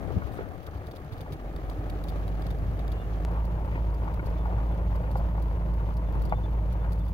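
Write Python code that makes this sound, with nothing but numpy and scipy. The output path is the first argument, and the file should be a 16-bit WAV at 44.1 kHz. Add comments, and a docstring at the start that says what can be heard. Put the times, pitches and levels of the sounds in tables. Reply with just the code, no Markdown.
"""Motorhome cab on a gravel road

From a seat by the open side window, on a two-port stereo microphone. The engine takes up load and booms,
tyres grind over stones, the body thumps and knocks, and loose trim ticks, creaks and squeaks close by.
Gusts through the window buffet the microphone, most of all at the start. At 3.25 s the sound jumps,
with a click, from a crawl to a slightly faster and brighter stretch of road."""
import sys
import numpy as np
from scipy import signal
from scipy.fft import rfft, irfft, next_fast_len
from scipy.io import wavfile
from scipy.ndimage import uniform_filter1d

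SR = 44100
rng = np.random.default_rng(int(sys.argv[2]) if len(sys.argv) > 2 else 0)


def digitize_waveform(pressure):
    """Quantize a signal to 16-bit integers and store it at the path in sys.argv[1].

    Rows of a 2-D input are taken as channels; values are limited to [-1, 1].
    """
    field = np.atleast_2d(pressure).T
    bounded = np.clip(field, -1, 1)
    quanta = np.round(bounded * 32767).astype(np.int16)
    wavfile.write(sys.argv[1], SR, quanta)


N = 314595
T = np.arange(N) / SR
SIZE = next_fast_len(N + 4096, True)
FREQS = np.maximum(np.arange(SIZE // 2 + 1) * SR / SIZE, 1)
JUMP_S = 3.25  # the faster stretch begins
CRUISE_HZ = 54  # engine firing rate when cruising
PORT_LAG_S = np.array([[0], [0.00024]])  # sound reaches the left port first


def undb(db):
    """Decibels to gain."""
    return 10 ** (np.asarray(db) / 20)


def unit(x):
    """Scale to rms 1."""
    return x / np.sqrt(np.mean(x ** 2))


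def curve(rows):
    """Each column of a table, joined by straight lines in time."""
    times, *columns = np.transpose(rows)
    return [np.interp(T, times, column) for column in columns]


def across(points):
    """Values joined by straight lines on a log-frequency axis."""
    hz, value = np.transpose(points)
    return np.interp(np.log(FREQS), np.log(hz), value)


def colour(x, points):
    """Filter by a spectrum of (frequency [Hz], level [dB]) points."""
    return irfft(rfft(x, SIZE) * undb(across(points)), SIZE)[..., :N]


def walk(rate):
    """Random levels held 1 / rate s and slewed twice; spread near 1."""
    hold = int(SR / rate)
    steps = np.repeat(rng.standard_normal(N // hold + 1), hold)
    return 1.15 * uniform_filter1d(uniform_filter1d(steps, hold), hold)[:N]


def pan(db):
    """Left and right gains for a level difference, left minus right."""
    return undb(np.array([[db], [-db]]) / 2)


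def add(track, s, sound):
    """Mix a short sound into a track at time s."""
    i = max(int(s * SR), 0)
    track[..., i:i + sound.shape[-1]] += sound[..., :max(N - i, 0)]


def arrive(track, s, sound):
    """Mix a short sound into both ports, the right one slightly later."""
    pair = np.broadcast_to(sound, (2, sound.shape[-1]))
    for port in range(2):
        add(track[port], s + PORT_LAG_S[port, 0], pair[port])


# Likeness of the two microphone ports: (frequency [Hz], coherence [0-1])
PORT_COHERENCE = [(50, 0.86), (110, 0.79), (170, 0.89), (230, 0.74), (320, 0.92), (620, 0.99), (1000, 0.82),
                  (1500, 0.42), (2500, 0.048), (6000, .03)]
def ports(three_noises):
    """One shared field reaches the left port first; each port also hears its own cab reflections."""
    shared = np.clip(across(PORT_COHERENCE), 0, 1)
    spectra = rfft(three_noises, SIZE)
    lag = np.exp(-2j * np.pi * FREQS * PORT_LAG_S)
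    return irfft(np.sqrt(shared) * spectra[0] * lag + np.sqrt(1 - shared) * spectra[1:], SIZE)[:, :N]


# The driver lifts off, then takes up load again: (time [s], firing rate [Hz], level [dB])
ENGINE_LOAD = [(0, 52, -34.5), (.35, 44.3, -56), (1.3, 46.87, -52), (1.43, 47.57, -40), (2.0, 49.88, -33.5),
               (2.7, 52.29, -31), (3.18, 51.8, -31.5), (3.28, 54.48, -29.5), (5.0, 54.46, -28.5),
               (6.3, 53.85, -28.5), (7.13, 53.94, -27.5)]
# Engine lines at the seat: (multiple of the firing rate, relative level [dB], waver [dB])
ENGINE_ORDERS = [(1, 1.1, 1.3), (1.75, -19.5, 7.5), (2, -14, 1), (2.25, -28, 6.5), (2.75, -29, 13),
                 (3, -24, -2), (3.25, -16, 2)]
def engine():
    """The firing rate booms in the cab; weaker lines waver above it."""
    firing_hz, db = curve(ENGINE_LOAD)
    phase = 2 * np.pi * np.cumsum(firing_hz) / SR + 0.17 * walk(25)
    phase = phase - 2 * np.pi * firing_hz * PORT_LAG_S
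    out = 0
    for order, line_db, waver_db in ENGINE_ORDERS:
        gain = undb(line_db + waver_db * np.minimum(walk(14), 1))
        out = out + gain * np.sin(order * phase + 2 * np.pi * rng.random())
    return np.sqrt(2) * out * undb(db) * pan(-0.25)


# Boom of the body panels all round the microphone: (frequency [Hz], relative level [dB])
BOOM_SPECTRUM = [(18, -5), (32, -9), (45, -1), (75, 4), (100, 0), (160, -4), (200, -11.5), (260, -18),
                 (400, -58.5)]
def boom(cruise_db=-35.5, db_per_hz=0.6, uneven_db=0.5, uneven_db_per_hz=0.18):
    """Ruts shake the body panels: harder with speed, and in more separate jolts at a crawl."""
    slower_hz = CRUISE_HZ - curve(ENGINE_LOAD)[0]
    flutter_db = (uneven_db + uneven_db_per_hz * slower_hz) * walk(18)
    db = cruise_db - db_per_hz * slower_hz + jolts() + flutter_db
    shake = unit(colour(ports(rng.standard_normal((3, N))), BOOM_SPECTRUM))
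    return shake * undb(db) * pan(1.0)


# Tyres on looser or firmer gravel, below the cab: (time [s], level [dB])
TYRE_LEVEL = [(0, -41.5), (.6, -44.5), (1.0, -45), (1.45, -44), (1.85, -41.5), (3.3, -42), (4.5, -41),
              (5.6, -42.5), (7.13, -42.5)]
# Slow crunch, faster crunch and fine grit, from the seat: (frequency [Hz], relative level [dB])
SLOW_CRUNCH = [(140, -32), (230, -1), (300, 1.5), (380, -0.5), (600, -1.5), (740, -1.5), (950, -11),
               (1200, -8.5), (1450, -14.5), (1700, -14), (2100, -20), (3000, -30.5), (5000, -43.5)]
FAST_CRUNCH = [(140, -48), (220, -5), (310, 1), (390, -1.5), (620, 1), (730, -5), (900, 0), (1050, -5),
               (1300, -11), (1600, -15), (2200, -20.5), (3000, -29), (5000, -50.5)]
GRIT_SPECTRUM = [(1000, -16), (2200, 4.5), (3000, 4), (3700, 0), (4500, -2.5), (5500, -7.5), (6700, -6),
                 (7600, -34), (10000, -19.5), (16000, -12)]
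def gravel(lumpy_db=1.27, grit_slow_db=-62, grit_fast_db=-64.5, grit_follows=0.92):
    """Stones crunch, heard through the cab, with fine grit above; loose patches come and go."""
    road_db = curve(TYRE_LEVEL)[0]
    crunch = ports(stones(per_s=1000, spread_db=2.2, ring_s=.006))
    slow = unit(colour(crunch, SLOW_CRUNCH)) * pan(1.0)
    fast = unit(colour(crunch, FAST_CRUNCH)) * pan(2.1)
    grit = unit(colour(ports(stones(per_s=1700, spread_db=4.0, ring_s=0.01)), GRIT_SPECTRUM))
    grit_db = np.where(T < JUMP_S, grit_slow_db, grit_fast_db)
    grit_db += grit_follows * (road_db - road_db.mean())
    patches = undb(lumpy_db * walk(14))
    road = np.where(T < JUMP_S, slow, fast * patches) * undb(road_db)
    return road + grit * patches * undb(grit_db) * pan(1.8)


def stones(per_s, spread_db, ring_s):
    """Stones of uneven size snap under the tyres; each gives a short burst of noise."""
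    sizes = undb(spread_db * np.minimum(rng.exponential(size=N), 5))
    snaps = sizes * (rng.random(N) < per_s / SR)
    power = signal.lfilter([1], [1, -np.exp(-2 / (ring_s * SR))], snaps ** 2)
    return unit(np.sqrt(power) * rng.standard_normal((3, N)))


def pops(per_s=70, low_hz=453, high_hz=2470, under_db=3, spread_db=1.3, muffle_db_per_oct=7):
    """Single stones pop from under the tyres, each at its own pitch; the cab muffles the higher ones."""
    out, t = np.zeros((2, N)), T[:SR // 25]
    road_db = curve(TYRE_LEVEL)[0]
    for when, pitch, size, side in rng.random((int(per_s * N / SR), 4)):
        i, octaves = int(when * N), pitch * np.log2(high_hz / low_hz)
        cycles = low_hz * 2 ** octaves * t
        size_db = spread_db * min(-np.log(1 - size), np.pi)
        db = road_db[i] - under_db - muffle_db_per_oct * octaves + size_db
        pop = np.sin(2 * np.pi * cycles) * (1 - np.exp(-2 * cycles)) * np.exp(-cycles / 2.9)
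        arrive(out, T[i], pop * undb(db) * pan(2 + 4 * (2 * side - 1)))
    return out


# Steady bass at the two ports: (time [s], left gain [dB], right gain [dB])
BASS_GAIN = [(0, 0, -20), (.64, -2, -18), (.7, 0, -5), (1.15, -2, -3), (1.45, 0, 0.5)]
def thin_bass(x, edge_hz=220):
    """Early in the crawl the steady bass is thin, at first almost gone on the right."""
    bass = signal.sosfiltfilt(signal.butter(3, edge_hz, fs=SR, output="sos"), x)
    return x + bass * (undb(curve(BASS_GAIN)) - 1)


# Dull low thumps: (time [s], level [dB], pitch [Hz], left minus right [dB]); those at 0.245 s and 0.487 s are
# puffs # of wind on the left port, heard almost only on the left
LOW_THUMPS = [(0.158, -24, 95, 2), (0.163, -26, 187, 2), (0.245, -26, 68.5, 18), (0.315, -31, 95, 4),
              (0.487, -37.5, 78, 18), (0.68, -32.5, 87, 4), (0.752, -27, 76.6, 2), (0.785, -26.5, 87, 2),
              (0.869, -32, 72, 1), (1.046, -33.5, 149, 4), (1.116, -29, 111, -9), (1.205, -31, 85, 3),
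              (1.31, -29.5, 90, -1), (1.779, -27.5, 109, 2), (4.249, -24, 105, 6), (4.56, -25, 110, 1)]
def thumps(swell_s=0.0086, gain_db=-2.5):
    """Low, heavily damped thumps."""
    out, t = np.zeros((2, N)), T[:SR // 4]
    envelope = t / swell_s * np.exp(1 - t / swell_s)
    for s, db, hz, pan_db in LOW_THUMPS:
        add(out, s, envelope * np.sin(2 * np.pi * hz * t) * undb(db + gain_db) * pan(pan_db))
    return out


# Fittings knocking across the cab: (time [s], level [dB], centre [Hz], left minus right [dB])
FITTING_KNOCKS = [(0.08, -28.5, 480, -3), (0.104, -27, 503, 3), (0.219, -33.5, 1190, -1.5),
                  (0.383, -37.5, 1400, 0), (0.3895, -24.5, 464, -6), (0.408, -30.5, 420, -8),
                  (0.733, -41.5, 1100, 3), (1.261, -35, 790, 4), (2.053, -38, 596, 0),
                  (2.198, -33.5, 630, 2.5), (3.149, -38, 640, 1.5), (4.078, -30, 950, 7),
                  (4.193, -34, 1708, 4), (4.455, -28.5, 798, 5.5), (4.525, -27.5, 532, 2),
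                  (4.583, -31, 880, 5), (4.953, -39, 700, 0), (5.038, -30, 622, 3), (5.154, -21.5, 631, 2),
                  (5.377, -31.5, 900, 2), (6.323, -16, 735, 5.5), (6.334, -28, 660, -3),
                  (6.382, -35, 700, 3)]
# What the fittings ring with: (frequency [Hz], relative level [dB], t60 [s])
FITTING_MODES = [(324, 10.5, 0.053), (411, 11, 0.044), (506, 3, 0.068), (622, -2.5, 0.045), (745, 0, .035),
                 (836, 3.5, 0.034), (960, -5.5, 0.046), (1123, -2, 0.037), (1345, -13.5, 0.035),
                 (1434, -7.5, 0.058), (2195, -9, 0.04)]
def knocks(below_oct=0.3, above_oct=1.0, rise_s=0.001, gain_db=-2.9, crack_db=-17, crack_s=0.0054):
    """Fittings knock with a short crack; each blow favours the modes near its own centre."""
    out, t = np.zeros((2, N)), T[:SR // 5]
    hz, mode_db, t60 = np.transpose(FITTING_MODES)[:, :, None]
    crack_band = signal.butter(3, [1000, 2300], "band", fs=SR, output="sos")
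    for s, db, centre_hz, pan_db in FITTING_KNOCKS:
        octaves = np.log2(hz / centre_hz)
        reach = np.where(octaves < 0, below_oct, above_oct)
        weight = undb(mode_db) * np.exp(-(octaves / reach) ** 2 / 2)
        phase = 2 * np.pi * (hz * t + rng.random(hz.shape))
        ring = np.sum(weight * np.sin(phase) * undb(-60 * t / t60), axis=0) * (1 - np.exp(-t / rise_s))
        ring /= 2 * np.std(ring[:SR // 80])  # peak near 1
        crack = unit(signal.sosfilt(crack_band, rng.standard_normal(len(t)))) * np.exp(-t / crack_s)
        arrive(out, s, (ring + undb(crack_db) * crack) * undb(db + gain_db) * pan(pan_db))
    return out


# Gusts through the window: (peak time [s], length [s], level [dB], left minus right [dB])
WINDOW_GUSTS = [(0.096, 0.23, -42, 22), (0.39, 0.34, -46, 23), (0.174, 0.029, -27, 1),
                (2.48, 1.0, -41, 2.5), (6.25, 0.21, -36, 6)]
# Buffeting right on the microphone: (frequency [Hz], relative level [dB])
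BUFFET_SPECTRUM = [(18, -14), (45, -3), (85, 1.5), (160, -6), (320, -14.5), (700, -25.5), (2000, -45),
                   (6000, -92)]
def wind(uneven_db=0.5):
    """Gusts swell and fade; each port is buffeted by its own eddies."""
    eddies = np.array([rng.standard_normal(N) * undb(uneven_db * walk(30)) for _ in range(2)])
    power = sum((undb(db) * pan(pan_db)) ** 2 * np.exp(-(2 * (T - s) / length) ** 2)
                for s, length, db, pan_db in WINDOW_GUSTS)
    return unit(colour(eddies, BUFFET_SPECTRUM)) * np.sqrt(power)


# The clearest ticks of loose trim, close by: (time [s], level [dB], chatter length [s])
TRIM_TICKS = [(.3195, -55, .016), (0.3706, -52, .016), (0.665, -44.5, 0.0093), (0.869, -47.5, 0.007),
              (0.912, -49.5, 0.013), (0.9607, -46.5, .011), (1.123, -48, .018), (1.177, -52, 0.013),
              (1.2075, -45, 0.011), (1.3227, -43.5, .019), (1.5625, -44.5, 0.0053), (1.6984, -43, 0.0045),
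              (1.8985, -42, 0.007), (2.0395, -41, 0.0042), (2.085, -43, 0.021), (2.2796, -43.5, 0.0036),
              (2.421, -45, 0.0056), (2.4665, -43, 0.0067), (2.5045, -44.5, 0.011), (2.7928, -45, .004),
              (2.8797, -44, 0.0039), (2.918, -44.5, 0.01), (3.3111, -50, .008), (3.4519, -46, .007),
              (3.9431, -49, .008), (4.14, -48, .008), (4.2588, -44, .017), (4.745, -54, .006),
              (4.9547, -49.5, .012), (5.1134, -45, .008), (5.1683, -45, 0.018), (5.4209, -46.5, .012),
              (5.9674, -47, .012), (6.2195, -44, 0.011), (6.2521, -45, .015), (6.2927, -50, 0.014),
              (6.7248, -47.5, .008), (6.921, -44, .016), (6.985, -53, .02), (7.0805, -50, 0.0076)]
# What the trim rings with: (frequency [Hz], gain [dB])
TRIM_SPECTRUM = [(2500, -9), (3900, 1.5), (4700, 7), (5150, -1.5), (5550, -1.5), (6100, -5.5), (8000, -8),
                 (10300, -3), (11400, 1.5), (12400, -2), (13200, -2), (15500, -1)]
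# A looser piece that rings on the slow stretch only: (frequency [Hz], relative level [dB], t60 [s])
LOOSE_MODES = [(2270, 0, .014), (2920, -5, .012), (3380, 1.5, 0.015), (3710, 4, 0.019), (4730, -1, 0.015)]
def trim(contact_s=0.0021, rebound_s=0.0038, fade_db=1.4, gain_db=0.04, tremble_per_s=54):
    """Loose trim chatters: a sharp contact, then rebounds until it settles."""
    force, rings, t = np.zeros(N), np.zeros((2, N)), T[:SR // 30]
    hz, mode_db, t60 = np.transpose(LOOSE_MODES)[:, :, None]
    for s, db, length in TRIM_TICKS:
        for k, (when, softness) in enumerate(rng.random((6, 2))):
            at = s + rebound_s * (k + min(k, 1) * (when - .5) / 2)
            unsettled = np.clip(length / rebound_s - k, 0, 1)
            blow = undb(db + gain_db - 2.8 * softness - fade_db * k) * unsettled
            add(force, at, blow * np.exp(-t / contact_s))
            # each contact lands on another spot, so the ring differs a little
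            ring_hz = hz * (1 + .018 * rng.standard_normal(hz.shape))
            phase = 2 * np.pi * (ring_hz * t + rng.random((2, len(hz), 1)))
            ring = np.sum(undb(mode_db - 60 * t / t60) * np.sin(phase), axis=1)
            add(rings, at, ring * blow * undb(-1) * (s < JUMP_S))
    # between the ticks it keeps trembling faintly
    touches = rng.random(N) < tremble_per_s / SR
    tremble = touches * undb(-60 + 3 * np.minimum(rng.standard_normal(N), 1))
    force += signal.lfilter([1], [1, -np.exp(-1 / (contact_s * SR))], tremble)
    return colour(force * rng.standard_normal((2, N)), TRIM_SPECTRUM) * pan(-0.68) + rings / 2


def jolts(jolt_s=0.012, full_db=-44, db_per_hz=0.5):
    """Lift of the boom in dB at each bump that sets the trim ticking, larger at a lower firing rate."""
    slower_hz = np.maximum(CRUISE_HZ - curve(ENGINE_LOAD)[0], 0)
    swell = sum(undb(db - full_db) * np.exp(-((T - s - jolt_s / 2) / jolt_s) ** 2)
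                for s, db, _ in TRIM_TICKS)
    return db_per_hz * slower_hz * np.minimum(swell, 1)  # the springs limit the hardest


# Short scrapes and gravel crunches, to the left: (time [s], length [s], centre [Hz], level [dB])
SHORT_SCRAPES = [(0.203, 0.057, 1130, -49), (.305, .08, 9700, -66), (.312, .05, 13800, -62),
                 (0.35, 0.11, 1390, -51), (0.652, 0.05, 1300, -51.5), (3.7, 0.1, 1988, -48),
                 (4.039, .12, 890, -46.5), (4.455, 0.089, 739, -43), (5.046, 0.037, 2230, -57),
                 (5.16, 0.083, 690, -41.5), (5.786, .035, 1400, -50), (6.315, 0.033, 2000, -49),
                 (6.83, 0.046, 1447, -50)]
def scrapes(band_ratio=1.2, grain_db=4.0):
    """Uneven rubbing that swells and fades within one band."""
    out, grain = np.zeros((2, N)), unit(undb(grain_db * walk(150)))
    for s, length, hz, db in SHORT_SCRAPES:
        t = T[:int(length * SR)]
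        band = signal.butter(2, [hz / band_ratio, hz * band_ratio], "band", fs=SR, output="sos")
        rub = unit(signal.sosfilt(band, rng.standard_normal(SR // 4)))[:len(t)]
        arrive(out, s, rub * np.sin(np.pi * t / length) * undb(db))
    return out * grain * pan(4.6)


def creak(at_s=3.33, length_s=.085, from_hz=258, to_hz=300, db=-42, jitter=.04):
    """One short rising creak: uneven slips that come faster and faster ring a panel."""
    out, t = np.zeros((2, N)), T[:int(length_s * SR)]
    slip_hz = (from_hz + (to_hz - from_hz) * t / length_s) * (1 + jitter * walk(200)[:len(t)])
    slips = np.diff(np.floor(np.cumsum(slip_hz) / SR), prepend=0)
    panel_band = signal.butter(2, [760, 1200], "band", fs=SR, output="sos")
    ring = unit(signal.sosfilt(panel_band, slips))
    arrive(out, at_s, ring * np.sin(np.pi * t / length_s) * undb(db))
    return out


def panel(hz=305, width_hz=36, cruise_db=-57, db_per_hz=0.5, wakes_hz=49.3, swell_db=14.5):
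    """Road shake rings one narrow cab resonance; it swells as the firing rate passes wakes_hz."""
    firing_hz, _ = curve(ENGINE_LOAD)
    swell = np.exp(-((firing_hz - wakes_hz) / 0.58) ** 2 / 2)
    db = cruise_db + db_per_hz * (firing_hz - CRUISE_HZ) + swell_db * swell
    b, a = signal.iirpeak(hz, hz / width_hz, SR)
    return unit(signal.lfilter(b, a, signal.lfilter(b, a, rng.standard_normal(N)))) * undb(db)


def click(db=-22.5, fall_s=0.00082, dull_hz=11000):
    """One click where the faster stretch begins."""
    out = np.zeros(N)
    add(out, JUMP_S, undb(db) * np.exp(-T[:SR // 50] / fall_s))
    return signal.lfilter(*signal.butter(1, dull_hz, fs=SR), out)


# Faint squeaks of fittings in the cab: (time [s], length [s], pitch [Hz], level [dB])
FITTING_SQUEAKS = [(2.88, .21, 2840, -61), (2.96, 0.077, 3515, -63), (4.32, 0.14, 3515, -66),
                   (4.55, 0.06, 3530, -68), (4.671, 0.084, 3505, -67), (6.051, .06, 3545, -67),
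                   (6.293, 0.032, 3515, -57), (6.344, 0.048, 3515, -60), (6.425, .04, 3530, -58),
                   (6.8, 0.055, 3515, -68), (6.995, 0.039, 3530, -62), (7.06, .04, 3500, -68)]
def squeaks(width_hz=20, rasp_hz=260, rasp_db=-5, stutter_db=2, wander_rad=1.2):
    """Rubbing fittings sing at one narrow resonance, stuttering and rasping as the contact slips."""
    out = np.zeros((2, N))
    stutter = undb(stutter_db * walk(110))
    for side in out:
        sing = stutter * np.exp(1j * wander_rad * walk(2 * width_hz))
        rasp = (walk(2 * rasp_hz) + 1j * walk(2 * rasp_hz)) / np.sqrt(2)
        slip = sing + undb(rasp_db) * rasp
        for s, length, hz, db in FITTING_SQUEAKS:
            rub = slip[int(s * SR):][:int(length * SR)]
            t = T[:len(rub)]
            swell = undb(db) * np.sin(np.pi * t / length)
            add(side, s, swell * np.real(rub * np.exp(2j * np.pi * hz * t)))
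    return out


# High hiss, mostly at the right port: (frequency [Hz], relative level [dB])
HISS_SPECTRUM = [(3000, -29), (7800, -14), (9500, -9.5), (11500, -5.5), (16000, -5)]
def hiss(mean_db=-71.0, follows=0.73):
    """Faint hiss at the very top that rises and falls with the tyres."""
    road_db = curve(TYRE_LEVEL)[0]
    noise = unit(colour(rng.standard_normal((2, N)), HISS_SPECTRUM))
    db = mean_db + follows * (road_db - road_db.mean()) + .5 * walk(3.1)
    return noise * undb(db) * pan(-7.5)


def scene():
    """Everything that reaches the seat by the window."""
    drive = thin_bass(engine() + boom() + gravel() + panel())
    cab = thumps() + knocks() + scrapes() + trim() + squeaks() + creak()
    return drive + pops() + cab + wind() + click() + hiss()


def record(dry):
    """The recorder cuts the top above 15.8 kHz."""
    return signal.sosfilt(signal.ellip(10, .2, 80, 15800, fs=SR, output="sos"), dry)


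dry = scene()
out = record(dry)
digitize_waveform(out)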